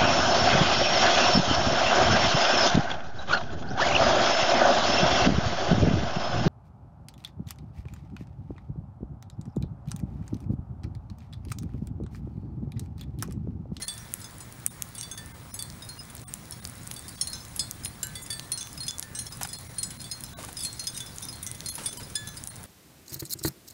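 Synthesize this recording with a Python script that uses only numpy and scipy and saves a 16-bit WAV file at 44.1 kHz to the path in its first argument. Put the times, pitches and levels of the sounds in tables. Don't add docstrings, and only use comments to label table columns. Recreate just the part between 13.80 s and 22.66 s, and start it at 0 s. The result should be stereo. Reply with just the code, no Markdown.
import sys
import numpy as np
from scipy import signal
from scipy.fft import rfft, irfft
from scipy.io import wavfile
from scipy.ndimage import uniform_filter1d, minimum_filter1d

SR = 44100
rng = np.random.default_rng(int(sys.argv[2]) if len(sys.argv) > 2 else 0)


def voltage_ratio(level):
    return 10 ** (np.asarray(level, float) / 20)


def waveform_to_disk(signal):
    frames = np.transpose(np.atleast_2d(signal))
    scaled = np.clip(frames, -1, 1) * 32767
    samples = np.round(scaled).astype(np.int16)
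    wavfile.write(sys.argv[1], SR, samples)


N = 390725

CHIME_MODES = [(1545, 1604, 3472, 3628, 4042, 6363, 6395), (1545, 1604, 2923, 4042, 7375, 11498),
               (1545, 4042, 5194, 5760, 6228, 7375), (3472, 6761, 6815, 7375, 9167, 10502),
               (2923, 3719, 4042, 5760, 6228, 6395, 7375, 8284, 8893),
               (3472, 4586, 8408, 8473, 9501, 10852, 11267, 11337), (2029, 3359, 8408, 10852),
               (3359, 4225, 5404, 6056, 6578, 9636), (3719, 5060, 8893), (3628, 4586, 5060, 8408, 9991),
               (4166, 5060, 6976, 7821, 9167), (4225, 9356), (4166, 4225, 9636, 9695, 11267),
               (9695, 10239, 10325, 11035, 12037, 12150, 12182), (10131, 10852, 10933, 11773, 13571),
               (1713, 3478), (1781, 4591)]
# frequency in Hz, gain in dB.
CAPSULE_COLOUR = [(1200, 7.5), (3000, 3), (6000, -0.5), (8300, -2), (9800, 3), (12000, -4.5), (16500, -15)]
WHINE_HZ = 15687.3


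def read(points, hz):
    f, value = np.transpose(points)
    return np.interp(np.log(hz + 1), np.log(f + 1), value)


def evened(x):
    return x / np.sqrt(np.mean(x ** 2) + 1e-20)


def add(mix, s, sound):
    part = mix[max(round(s * SR), 0):][:len(sound)]
    part += sound[:len(part)]


def coloured(x, points):
    gain = voltage_ratio(read(points, np.fft.rfftfreq(len(x), 1 / SR)))
    return irfft(rfft(x) * gain, len(x))


def ring(hz, t60, t, phase=0):
    return voltage_ratio(-60 * t / t60) * np.sin(2 * np.pi * (hz * t + phase))


def street():
    # frequency in Hz, density in dB per Hz.
    bed = [(15, -32), (30, -60), (70, 1), (115, 1), (250, -8), (420, -17), (1050, -17), (2150, -20),
           (2700, -26.5), (7000, -29.5), (9600, -26.5), (12000, -39), (15500, -30)]
    frames, hz = N // 256 + 5, np.fft.rfftfreq(1024, 1 / SR)
    a, b, patches = rng.standard_normal((frames, 513, 3)).T
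    patches = uniform_filter1d(patches, 14, 0)
    patches = evened(uniform_filter1d(patches, 8, 1))
    z = (a + 1j * b) * voltage_ratio(read(bed, hz)[:, None] + 1.4 * patches)
    noise = signal.istft(z, nperseg=1024, noverlap=768)[1][:N]
    return voltage_ratio(-45.5) * evened(noise)


def steady_tones():
    t = np.arange(N) / SR
    whine = voltage_ratio(-58) * np.sin(2 * np.pi * WHINE_HZ * t)
    hum = voltage_ratio(-53) * np.sin(2 * np.pi * 119.5 * t)
    return whine + hum


def seed_ticks():
    t, out = np.arange(1024) / SR, np.zeros(N)
    ticks_per_s = 4000
    size = voltage_ratio(2.6 * np.minimum(rng.exponential(1, N), 4)) * (rng.random(N) < ticks_per_s / SR)
    kind = rng.integers(0, 30, N)
    pitches = np.linspace(3400, 14000, 30) + rng.uniform(-300, 290, 30)
    lengths = rng.permutation(np.geomspace(6, 45, 30))
    for k, (hz, cycles) in enumerate(zip(pitches, lengths)):
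        grain = ring(hz, cycles * 2.3 / hz, t)
        grain = grain / np.linalg.norm(grain)
        out += signal.oaconvolve(size * (kind == k), grain)[:N]
    return out


def breeze_touches():
    out, t = np.zeros(N), np.arange(4096) / SR
    touches_per_s, t60_s = 90, 0.08
    modes = sorted({hz for piece in CHIME_MODES for hz in piece if hz > 3300})
    chance = rng.random((round(touches_per_s * N / SR), 3))
    for at, which, strength in chance:
        hz = modes[int(which * len(modes))]
        add(out, at * N / SR, strength ** 2 * ring(hz, t60_s, t))
    return out


def rustle():
    # time in seconds, level in dB.
    swell = [(0.0, -47), (0.19, -53), (0.67, -58.5), (2.74, -55.5), (3.5, -50.5), (4.14, -55.5),
             (4.39, -51.5), (4.81, -54), (4.91, -51), (5.31, -58), (5.53, -50.5), (6.69, -52.5),
             (6.96, -49), (7.72, -52), (7.95, -50), (8.86, -54.5)]
    out = evened(seed_ticks()) + voltage_ratio(-9) * evened(breeze_touches())
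    out = coloured(out, CAPSULE_COLOUR)
    out = coloured(out, [(9800, -4.5), (12000, -4), (14500, -12)])
    s, db = np.transpose(swell)
    return voltage_ratio(np.interp(np.arange(N) / SR, s, db)) * evened(out)


def wings():
    # start in seconds, peak in dB, thump in Hz, length in seconds, swish in dB.
    strokes = [
        (5.611, -28.5, 777, 0.022, -6.5),
        (5.648, -31, 780, 0.01, -3),
        (6.586, -33, 638, 0.07, -12),
        (6.637, -35.5, 1156, 0.022, -7),
        (6.685, -35, 810, 0.019, -8),
        (7.98, -33, 940, 0.034, -5.5),
        (8.013, -39, 520, 0.15, -7),
        (8.198, -41, 920, 0.03, -3),
    ]
    # start in seconds, length in seconds, level in dB.
    downwash = [
        (7.973, 0.092, -47),
        (8.099, 0.29, -51),
        (6.56, 0.16, -49.5),
    ]
    out, t = np.zeros(N), np.arange(4096) / SR
    feathers = [(450, -17), (900, -7.0), (2000, -11.5), (5000, -16.5), (10000, -13.5), (14000, -33)]
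    noises = rng.standard_normal((len(strokes), len(t)))
    for (s, db, hz, length, swish_db), noise in zip(strokes, noises):
        fade = np.minimum(t / 0.00048, 1) * np.exp(-(t / length) ** 2)
        swish = voltage_ratio(swish_db) * evened(coloured(noise, feathers)) * fade
        thump = 1.37 * ring(hz, 0.029, t) + 0.79 * ring(1.86 * hz, 0.028, t)
        add(out, s, voltage_ratio(db) * (np.minimum(t / 0.0027, 1) * thump + swish))
    for s, length, db in downwash:
        puff = coloured(rng.standard_normal(16384), [(120, -16), (250, -6), (520, -5), (900, -29)])
        u = np.arange(len(puff)) / SR / length
        add(out, s, voltage_ratio(db) * evened(puff) * np.minimum(10 * u, 1) * np.exp(-u ** 2))
    return out


def flutter(t):
    flutter_s, depth_db = 0.005, 4
    width = round(flutter_s * SR)
    drift = uniform_filter1d(rng.standard_normal((40, len(t))), width, axis=1)
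    drift = evened(uniform_filter1d(drift, width, axis=1))
    return depth_db * drift * np.minimum(t / flutter_s / 3, 1) ** 2


def high_spray(t):
    modes = []
    for hz in rng.uniform(1800, 15000, 120):
        gain = voltage_ratio(1.7 * read(CAPSULE_COLOUR, hz)) * min(hz / 6500, 1) ** 2
        modes.append(gain * ring(hz, 0.055, t, rng.random()))
    return np.array(modes)


def piece_rings(modes, voicing, t):
    rings = []
    for hz, (db, t60) in zip(modes, voicing):
        linger = voltage_ratio(-12 - 0.21 * hz / 1000)
        rings.append(voltage_ratio(db) * (ring(hz, t60, t) + linger * ring(hz + 1.5, 2.8 * t60, t)))
    return np.array(rings)


def blow_shade(s, modes, chance_db):
    # time in seconds, tilt in dB per octave.
    treble_tilts = [(1.18, -2), (1.227, -6), (1.741, 9), (3.28, -1), (4.229, 9), (4.419, 8), (5.08, -19),
                    (5.465, -8), (6.104, -16), (6.201, -6), (6.313, 8), (6.848, -14), (7.04, -18), (7.07, 23),
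                    (7.145, -10), (7.203, -14), (7.526, -10), (7.626, -6), (8.059, 9), (8.472, -27)]
    # time in seconds, mode in Hz.
    weak_modes = [(7.859, 9356), (7.04, 4225), (6.835, 4225), (5.08, 3472), (3.53, 6228), (2.09, 9356),
                  (5.983, 9356), (4.718, 9636), (8.059, 9991), (7.069, 8893), (3.471, 9356),
                  (7.952, 9695), (6.313, 9356), (3.76, 11773), (3.411, 3359), (4.718, 6578), (.414, 9167),
                  (6.436, 6228), (8.471, 5194), (7.203, 6395), (1.741, 9167)]
    tilt_db = sum(db for at, db in treble_tilts if abs(at - s) < 0.005)
    tilt_from_hz = 5500
    shade_db = chance_db + tilt_db * np.log2(np.maximum(modes, tilt_from_hz) / tilt_from_hz)
    weak = [any(abs(at - s) < 0.004 and f == hz for at, f in weak_modes) for hz in modes]
    return shade_db - 10.0 * np.array(weak)


def chime():
    # mode level in dB, t60 in seconds.
    voices_a_g = [
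        [(-16, 0.26), (-44, 0.36), (-2.5, 0.13), (-22, 0.15), (-36, 0.3), (-10, 0.054), (2, 0.1)],
        [(-17.5, 0.52), (-31, 0.37), (-16, 0.24), (-13.5, 0.21), (1, 0.051), (-14, 0.06)],
        [(-15, 0.31), (-7, 0.26), (1.5, 0.12), (-13, 0.16), (-1, 0.33), (-14, 0.18)],
        [(2.5, 0.17), (-18, 0.14), (-0.5, 0.13), (-1, 0.13), (13, 0.051), (-1, 0.067)],
        [(-12, 0.37), (-12, 0.29), (-15, 0.46), (-5, 0.33), (-11, 0.18), (-6.5, 0.38), (-6, 0.08), (4, 0.13),
         (2, 0.19)],
        [(-4, 0.16), (-2, 0.13), (-9.5, 0.34), (-12, 0.12), (-11, 0.07), (-13, 0.16), (-27, 0.11), (-22, 0.1)],
        [(-5, 0.58), (-2, 0.057), (7, 0.05), (-16, 0.1)],
    ]
    # mode level in dB, t60 in seconds.
    voices_h_q = [
        [(-5, 0.093), (-5.5, 0.094), (7, 0.039), (-6, 0.045), (-7, 0.13), (6, 0.047)],
        [(-11.5, 0.069), (2.5, 0.084), (-15, 0.17)],
        [(-22, 0.078), (-10, 0.098), (-8, 0.073), (-10.5, 0.11), (-5.5, 0.087)],
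        [(-9, 0.14), (-7, 0.096), (-10.5, 0.18), (-2, 0.1), (4.5, 0.066)],
        [(-3, 0.19), (0, 0.06)],
        [(-9, 0.16), (-43, 0.18), (3, 0.079), (-14, 0.061), (-13, 0.1)],
        [(4, 0.047), (0, 0.043), (-13, 0.27), (-6, 0.07), (-19, 0.11), (-0.5, 0.043), (-25, 0.21)],
        [(-11, 0.3), (-21, 0.08), (-10, 0.12), (-12, 0.095), (-26, 0.17)],
        [(4.5, 0.69), (-22, 0.18)],
        [(-7.5, 0.72), (-16, 0.17)],
    ]
    # time in seconds, blow in dB.
    blows_a = [(0.443, -46.5), (1.313, -38), (1.375, -44.5), (3.551, -47), (4.808, -37.5), (5.08, -39),
               (7.07, -41), (7.203, -34), (7.664, -44.5), (8.472, -43)]
    blows_b = [
        (4.229, -29.5),
        (6.104, -41),
        (8.173, -45),
    ]
    blows_c = [(3.53, -35), (4.774, -41), (5.349, -45), (6.436, -43), (7.145, -56), (7.425, -45),
               (8.084, -46.5), (8.471, -41)]
    blows_d = [
        (4.419, -62),
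        (5.08, -35.5),
        (6.823, -46),
        (7.203, -52),
        (8.355, -36.5),
    ]
    blows_e = [(1.18, -41.5), (4.774, -42.5), (5.349, -41), (7.145, -45), (7.664, -49), (8.035, -45.5)]
    blows_f = [(0.082, -32.5), (1.151, -45.5), (1.228, -38), (1.375, -46), (1.79, -35), (3.162, -41.5),
               (3.793, -33.5), (4.353, -38), (4.503, -31.5), (4.527, -36.5), (6.241, -41), (6.789, -40.5)]
    blows_g = [
        (4.354, -43.5),
        (7.664, -47),
    ]
    blows_h = [(0.018, -44), (2.721, -43), (3.411, -28), (4.718, -39), (5.39, -43), (5.465, -41),
               (6.314, -47), (6.995, -58), (7.857, -52)]
    blows_i = [(0.442, -44), (2.021, -45), (2.19, -40.5), (3.793, -30.5), (4.035, -44.5), (4.975, -40.5),
               (5.032, -38.5), (5.08, -33), (5.522, -40.5), (5.632, -39.5), (6.202, -43), (6.3, -49),
               (6.313, -36), (6.768, -37), (6.805, -35), (7.069, -29.5), (7.165, -40), (7.485, -39),
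               (7.86, -43), (8.129, -51), (8.23, -46), (8.353, -32), (8.569, -47)]
    blows_j = [
        (3.28, -38),
        (5.465, -49),
        (8.059, -29),
        (8.569, -37.5),
    ]
    blows_k = [(0.414, -45), (0.604, -44.5), (1.741, -43.5), (3.793, -33), (5.688, -44.5), (6.029, -29)]
    blows_l = [(0.0203, -34.5), (1.825, -46), (2.088, -38), (3.471, -32.5), (3.793, -36), (4.529, -50),
               (4.717, -30), (5.005, -40), (5.065, -40), (5.73, -36.5), (5.983, -34), (6.313, -35.5),
               (6.835, -37), (6.848, -28), (6.994, -33.5), (7.039, -37), (7.526, -40.5), (7.859, -33),
               (8.696, -50)]
    blows_m = [
        (4.047, -31.5),
        (5.388, -30.5),
        (6.104, -39),
    ]
    blows_n = [(0.402, -50), (1.149, -45), (1.74, -47), (3.11, -42), (6.791, -50), (7.421, -43),
               (7.627, -34.5), (7.939, -49), (7.952, -36)]
    blows_o = [
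        (3.76, -37.5),
        (7.885, -30),
        (8.171, -39),
    ]
    blows_p = [
        (4.229, -54.5),
        (5.349, -58),
        (8.354, -46),
    ]
    blows_q = [
        (0.022, -39.5),
        (1.377, -41),
        (4.501, -39.5),
        (5.227, -41),
    ]
    # time in seconds, level in dB.
    brushes = [(.178, -53), (2.3, -59), (6.215, -51), (6.868, -52), (7.175, -45), (7.262, -55), (7.36, -56),
               (7.748, -53), (8.128, -51), (8.3, -56), (4.462, -53)]
    # time in seconds, mode in Hz,
    # level in dB.
    lone_modes = [(0.08, 9511, -40), (1.312, 8406, -48), (1.741, 6448, -48), (1.79, 9516, -43),
                  (2.09, 9636, -45), (2.479, 9567, -49), (3.497, 10250, -50), (3.603, 5208, -48),
                  (5.003, 4227, -38), (5.404, 6582, -49), (5.687, 5079, -48), (5.732, 5075, -47),
                  (6.105, 10142, -49), (6.197, 4226, -48), (6.77, 10915, -47), (6.771, 8804, -44),
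                  (6.791, 7874, -46), (6.824, 11484, -50), (6.833, 10508, -38), (6.833, 10246, -38),
                  (6.992, 6055, -41), (6.993, 5063, -47), (7.148, 3719, -47), (7.433, 10796, -49),
                  (7.426, 5770, -46), (7.493, 10647, -48), (7.485, 9173, -47), (7.628, 9125, -44),
                  (7.664, 12652, -49), (7.858, 9978, -41), (7.86, 8888, -47), (8.058, 3474, -43),
                  (8.355, 4153, -44),
                  (.004, 2033, -54), (.194, 5756, -51), (1.739, 10539, -39), (2.48, 8413, -46),
                       (5.08, 3460, -38.5), (2.022, 3745, -47), (3.76, 11117, -42), (4.228, 8200, -42),
                       (4.717, 6032, -45), (4.718, 9631, -31), (5.003, 9670, -44), (5.08, 7373, -46),
                       (5.688, 3450, -53.5), (5.982, 9270, -30), (6.314, 6578, -43), (6.824, 4591, -48),
                       (6.834, 7878, -40), (6.847, 6074, -48), (6.926, 8047, -45), (6.994, 6578, -46),
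                       (7.202, 10192, -48), (7.263, 5071, -51), (7.425, 3630, -48), (7.427, 9138, -43),
                       (7.664, 5880, -43), (8.058, 9600, -28), (8.672, 8800, -41)]

    out, t = np.zeros(N), np.arange(16384) / SR
    rise, brief = 1 - np.exp(-t / 0.00011), t[:3072]
    brief_rise = rise[:len(brief)]
    spray = high_spray(brief)
    flutter_db, flutter_hz = flutter(t), 9000
    pieces = (blows_a, blows_b, blows_c, blows_d, blows_e, blows_f, blows_g, blows_h, blows_i,
              blows_j, blows_k, blows_l, blows_m, blows_n, blows_o, blows_p, blows_q)
    for modes, voicing, blows in zip(CHIME_MODES, voices_a_g + voices_h_q, pieces):
        rings = piece_rings(modes, voicing, t)
        depth = (np.array(modes)[:, None] / flutter_hz) ** 1.5
        for s, blow_db in blows:
            pick = rng.integers(0, len(flutter_db), len(rings))
            waver = voltage_ratio(flutter_db[pick] * depth)
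            shade = voltage_ratio(blow_shade(s, modes, rng.standard_normal(len(modes))))
            add(out, s + 0.0008, voltage_ratio(blow_db) * rise * (shade @ (rings * waver)))
            clatter = rng.standard_normal(len(spray)) @ spray
            add(out, s + 0.0011, voltage_ratio(blow_db - 13) * brief_rise * clatter)
    for s, db in brushes:
        add(out, s, voltage_ratio(db) * brief_rise * (rng.standard_normal(len(spray)) @ spray))
    for (s, hz, db), waver_db in zip(lone_modes, np.tile(flutter_db, (2, 1))):
        level = voltage_ratio(db + 6.5 + waver_db * (hz / flutter_hz) ** 2)
        t60_s = 0.15 * 5000 / hz
        add(out, s + 0.0011, level * rise * ring(hz, t60_s, t))
    return out


def cracks():
    # time in
    # seconds, peak in dB, centre in Hz.
    hulls = [(0.0818, -11.5, 8140), (0.3394, -6, 8900), (0.8643, -2.5, 8750), (1.0226, -5, 8300),
             (1.212, -13.5, 6850), (1.8251, -10.5, 9300), (2.5392, -9, 8400), (2.71, -17, 9900),
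             (2.8521, -11.5, 6840), (3.1136, -16, 5640), (3.7628, -15, 11100), (3.9114, -10, 9300),
             (4.0585, -15.5, 3800), (4.27, -17, 9700), (4.5959, -14.5, 5400), (4.8294, -17, 6750),
             (5.1092, -13.5, 5860), (5.184, -13.5, 7060), (5.196, -8, 9600), (5.2271, -12.5, 6500),
             (5.6329, -6.5, 9150), (5.6742, -19, 8700), (6.4382, -17, 11000), (6.6295, -21, 8200),
             (7.3844, -14, 6900), (7.4529, -18.5, 9500), (7.666, -14, 8240), (7.715, -13.5, 9000),
             (7.8062, -16, 5400), (8.6389, -14.5, 9000), (8.674, -12, 9200)]
    # time in seconds, peak in dB.
    near_taps = [(0.1396, -24), (0.725, -25.5), (1.4608, -25), (2.0506, -27), (2.352, -22), (2.368, -23),
                 (2.4171, -27), (2.8978, -23), (2.955, -28), (3.07, -25), (3.075, -18), (3.14, -19),
                 (3.194, -23), (3.6513, -23), (4.93, -21.5), (5.067, -35), (5.1404, -37), (5.4603, -27),
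                 (5.6118, -23), (5.7872, -19), (5.811, -26), (6.4077, -19), (6.4441, -22), (6.6816, -26),
                 (6.7295, -20), (7.409, -26), (7.557, -27), (8.4896, -19), (8.832, -26), (8.84, -26)]
    far_taps = [0.322, 0.5094, 0.801, 1.089, 1.387, 2.2353, 3.2244, 3.683, 8.174]
    # time in
    # seconds, peak in dB, centre in Hz.
    small_ticks = [(0.584, -27, 7400.0), (1.9016, -21, 5370), (1.925, -30, 5900.0), (2.2535, -30, 8600.0),
                   (2.3803, -29, 5500.0), (2.3967, -28, 6100.0), (2.6557, -27.5, 8100.0),
                   (2.8443, -23, 10200.0), (2.8744, -21, 8000.0), (2.98, -31, 9400.0),
                   (3.0337, -26, 9100.0), (3.1454, -29, 7400.0), (3.2927, -20.5, 8800.0),
                   (3.5014, -25, 10000.0), (4.8722, -22.5, 4900.0), (5.5719, -25, 8800.0),
                   (5.7537, -25, 5800.0), (6.4645, -27, 6100.0), (6.649, -17, 8600.0), (6.93, -21, 8300.0),
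                   (7.5625, -30, 8700.0), (7.6743, -15, 8200.0), (8.5655, -29, 8200), (8.6525, -30, 9400.0),
                   (8.7585, -25, 9500.0), (8.7653, -23, 8100)]

    out, t = np.zeros(N), np.arange(1024) / SR
    hz, late = np.fft.rfftfreq(len(t), 1 / SR), t - 0.002
    burst = np.exp(-(late / 0.00018) ** 2) + 0.2 * np.exp(-((late - 0.0008) / 0.0006) ** 2)
    crumble = voltage_ratio(-31) * (late > 0) * voltage_ratio(-60 * late / 0.035)
    click = 2.4 * (np.arange(len(t)) == round(SR / 500))
    taps = near_taps + [(s, -30.5) for s in far_taps]
    tap_hz, tap_spread = 9300, 0.033
    taps = [(s, db, tap_hz * (1 + tap_spread * rng.standard_normal())) for s, db in taps]
    for s, db, centre_hz in hulls + taps + small_ticks:
        noise = rng.standard_normal(len(t))
        body = 0.22 * (8000 / centre_hz) ** 1.9 + np.exp(-(np.log((hz + 1) / centre_hz) / 0.41) ** 2)
        colour = voltage_ratio(0.77 * read(CAPSULE_COLOUR, hz)) * body
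        colour = colour * np.minimum(hz / (0.36 * centre_hz), 1)
        lag_s = rng.uniform(0.00015, 0.00035)
        bounce = 1 + 0.3 * np.exp(-2j * np.pi * hz * lag_s)
        snap = irfft(rfft(click + 0.61 * noise * (burst + crumble)) * colour * bounce)
        add(out, s - 0.002, voltage_ratio(db - 1.5) * snap / abs(snap).max())
    return out


def yard(x):
    at = np.arange(60, 6000, 20)
    echoes = np.zeros(6100)
    signs = rng.choice([-1., 1.], len(at))
    echoes[at + rng.integers(0, 20, len(at))] = signs * voltage_ratio(-60 * at / SR / 0.29)
    return signal.oaconvolve(x, echoes / np.linalg.norm(echoes))[:N]


def scene():
    near = wings() + chime() + cracks()
    mix = street() + steady_tones() + rustle() + near + voltage_ratio(-17) * yard(near)
    return np.tile(mix, (2, 1))


def dropouts(x):
    # start in seconds, end in seconds, leak in dB, held tone in Hz.
    gaps = [(.056, .07, -25, 4215), (.883, .905, -18, 3666), (1.355, 1.367, -12, 3542),
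            (1.524, 1.542, -14, 2126), (1.716, 1.733, -22, 5189), (2.184, 2.201, -13, 5022),
            (2.44, 2.475, -35, 2266), (2.805, 2.819, -14, 3736), (3.361, 3.374, -14, 4591),
            (4.428, 4.437, -14, 6800), (5.493, 5.507, -14, 4220), (5.77, 5.785, -12, 3480),
            (5.878, 5.892, -12, 2121), (6.176, 6.19, -14, 4155), (6.302, 6.309, -16, 4150),
            (6.538, 6.572, -35, 1523), (7.902, 7.916, -28, 3434), (8.099, 8.108, -14, 3480),
            (8.18, 8.195, -14, 960), (8.69, 8.703, -25, 3434)]
    # time in seconds, level in dB rms, list of tones in Hz.
    held_tones = [(.894, -61, [3666, 9109]), (1.532, -61, [926, 1556, 2099]),
                  (1.725, -59, [5190, 5798, 9679]), (2.19, -56, [2848, 5039, 9588]),
                  (2.457, -63, [737, 1163, 9335]), (2.812, -62, [3720, 9227, 10067]),
                  (7.909, -49, [3429, 4210, 6401, 9631, 10013, 10896]),
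                  (3.368, -60, [4592, 5491, 6358, 8646, 9502]),
                  (4.432, -50, [6740, 7321, 8495, 9103, 10040, 11750]), (5.777, -56, [3472, 7887, 9755]),
                  (5.886, -61, [2110, 5749, 9152]), (6.555, -58, [689, 1114, 1534, 3903]),
                  (8.188, -52, [969, 3052, 4850, 8086, 10131, 11520]),
                  (8.697, -50, [8657, 9382, 9706, 10992])]
    hz, _, z = signal.stft(x, SR, nperseg=512, noverlap=384)
    smooth = uniform_filter1d(abs(z), 5, 0)
    ground = uniform_filter1d(minimum_filter1d(smooth, 15, 0), 9, 0)
    strong = abs(z) > 6 * ground
    bass, whine = hz[:, None] < 330, abs(hz[:, None] - WHINE_HZ) < 200
    lines = signal.istft(z * (strong | bass | whine), SR, nperseg=512, noverlap=384)[1][:N]
    t, gate, held = np.arange(N) / SR, np.zeros(N), np.zeros(N)
    for start, end, leak_db, tone_hz in gaps:
        slope = np.minimum((t - start) / 0.0057, (end - t) / 0.013) + 0.5
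        gate = np.maximum(gate, np.clip(slope, 0, 1 - voltage_ratio(leak_db)))
        kept = [(f, db) for s, db, found in held_tones if start < s < end for f in found]
        kept = kept or [(tone_hz, -58), (9800, -58)]
        spill = np.clip(np.minimum(t - start, end - t) / 0.013 + 1, 0, 1)
        held += spill * sum(voltage_ratio(db + 3.5) * np.sin(2 * np.pi * f * t) for f, db in kept)
    return (1 - gate) * x + gate * lines + held


def roll_off(x):
    return signal.sosfilt(signal.butter(12, 17150, fs=SR, output="sos"), x)


def record(dry):
    # frequency in Hz, gain in dB.
    band_limit = [(15750, 0), (15950, -34), (16900, -33), (17200, -80)]
    x = coloured(dropouts(dry[0]), band_limit)
    loudness = np.clip(uniform_filter1d(abs(x), 40) / 0.08, 0, 1)
    trace = voltage_ratio(-28) * np.roll(np.diff(x, prepend=0), 3) * loudness ** 3
    return roll_off(np.array([x + trace, x - trace]))


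dry = scene()
out = record(dry)
waveform_to_disk(out)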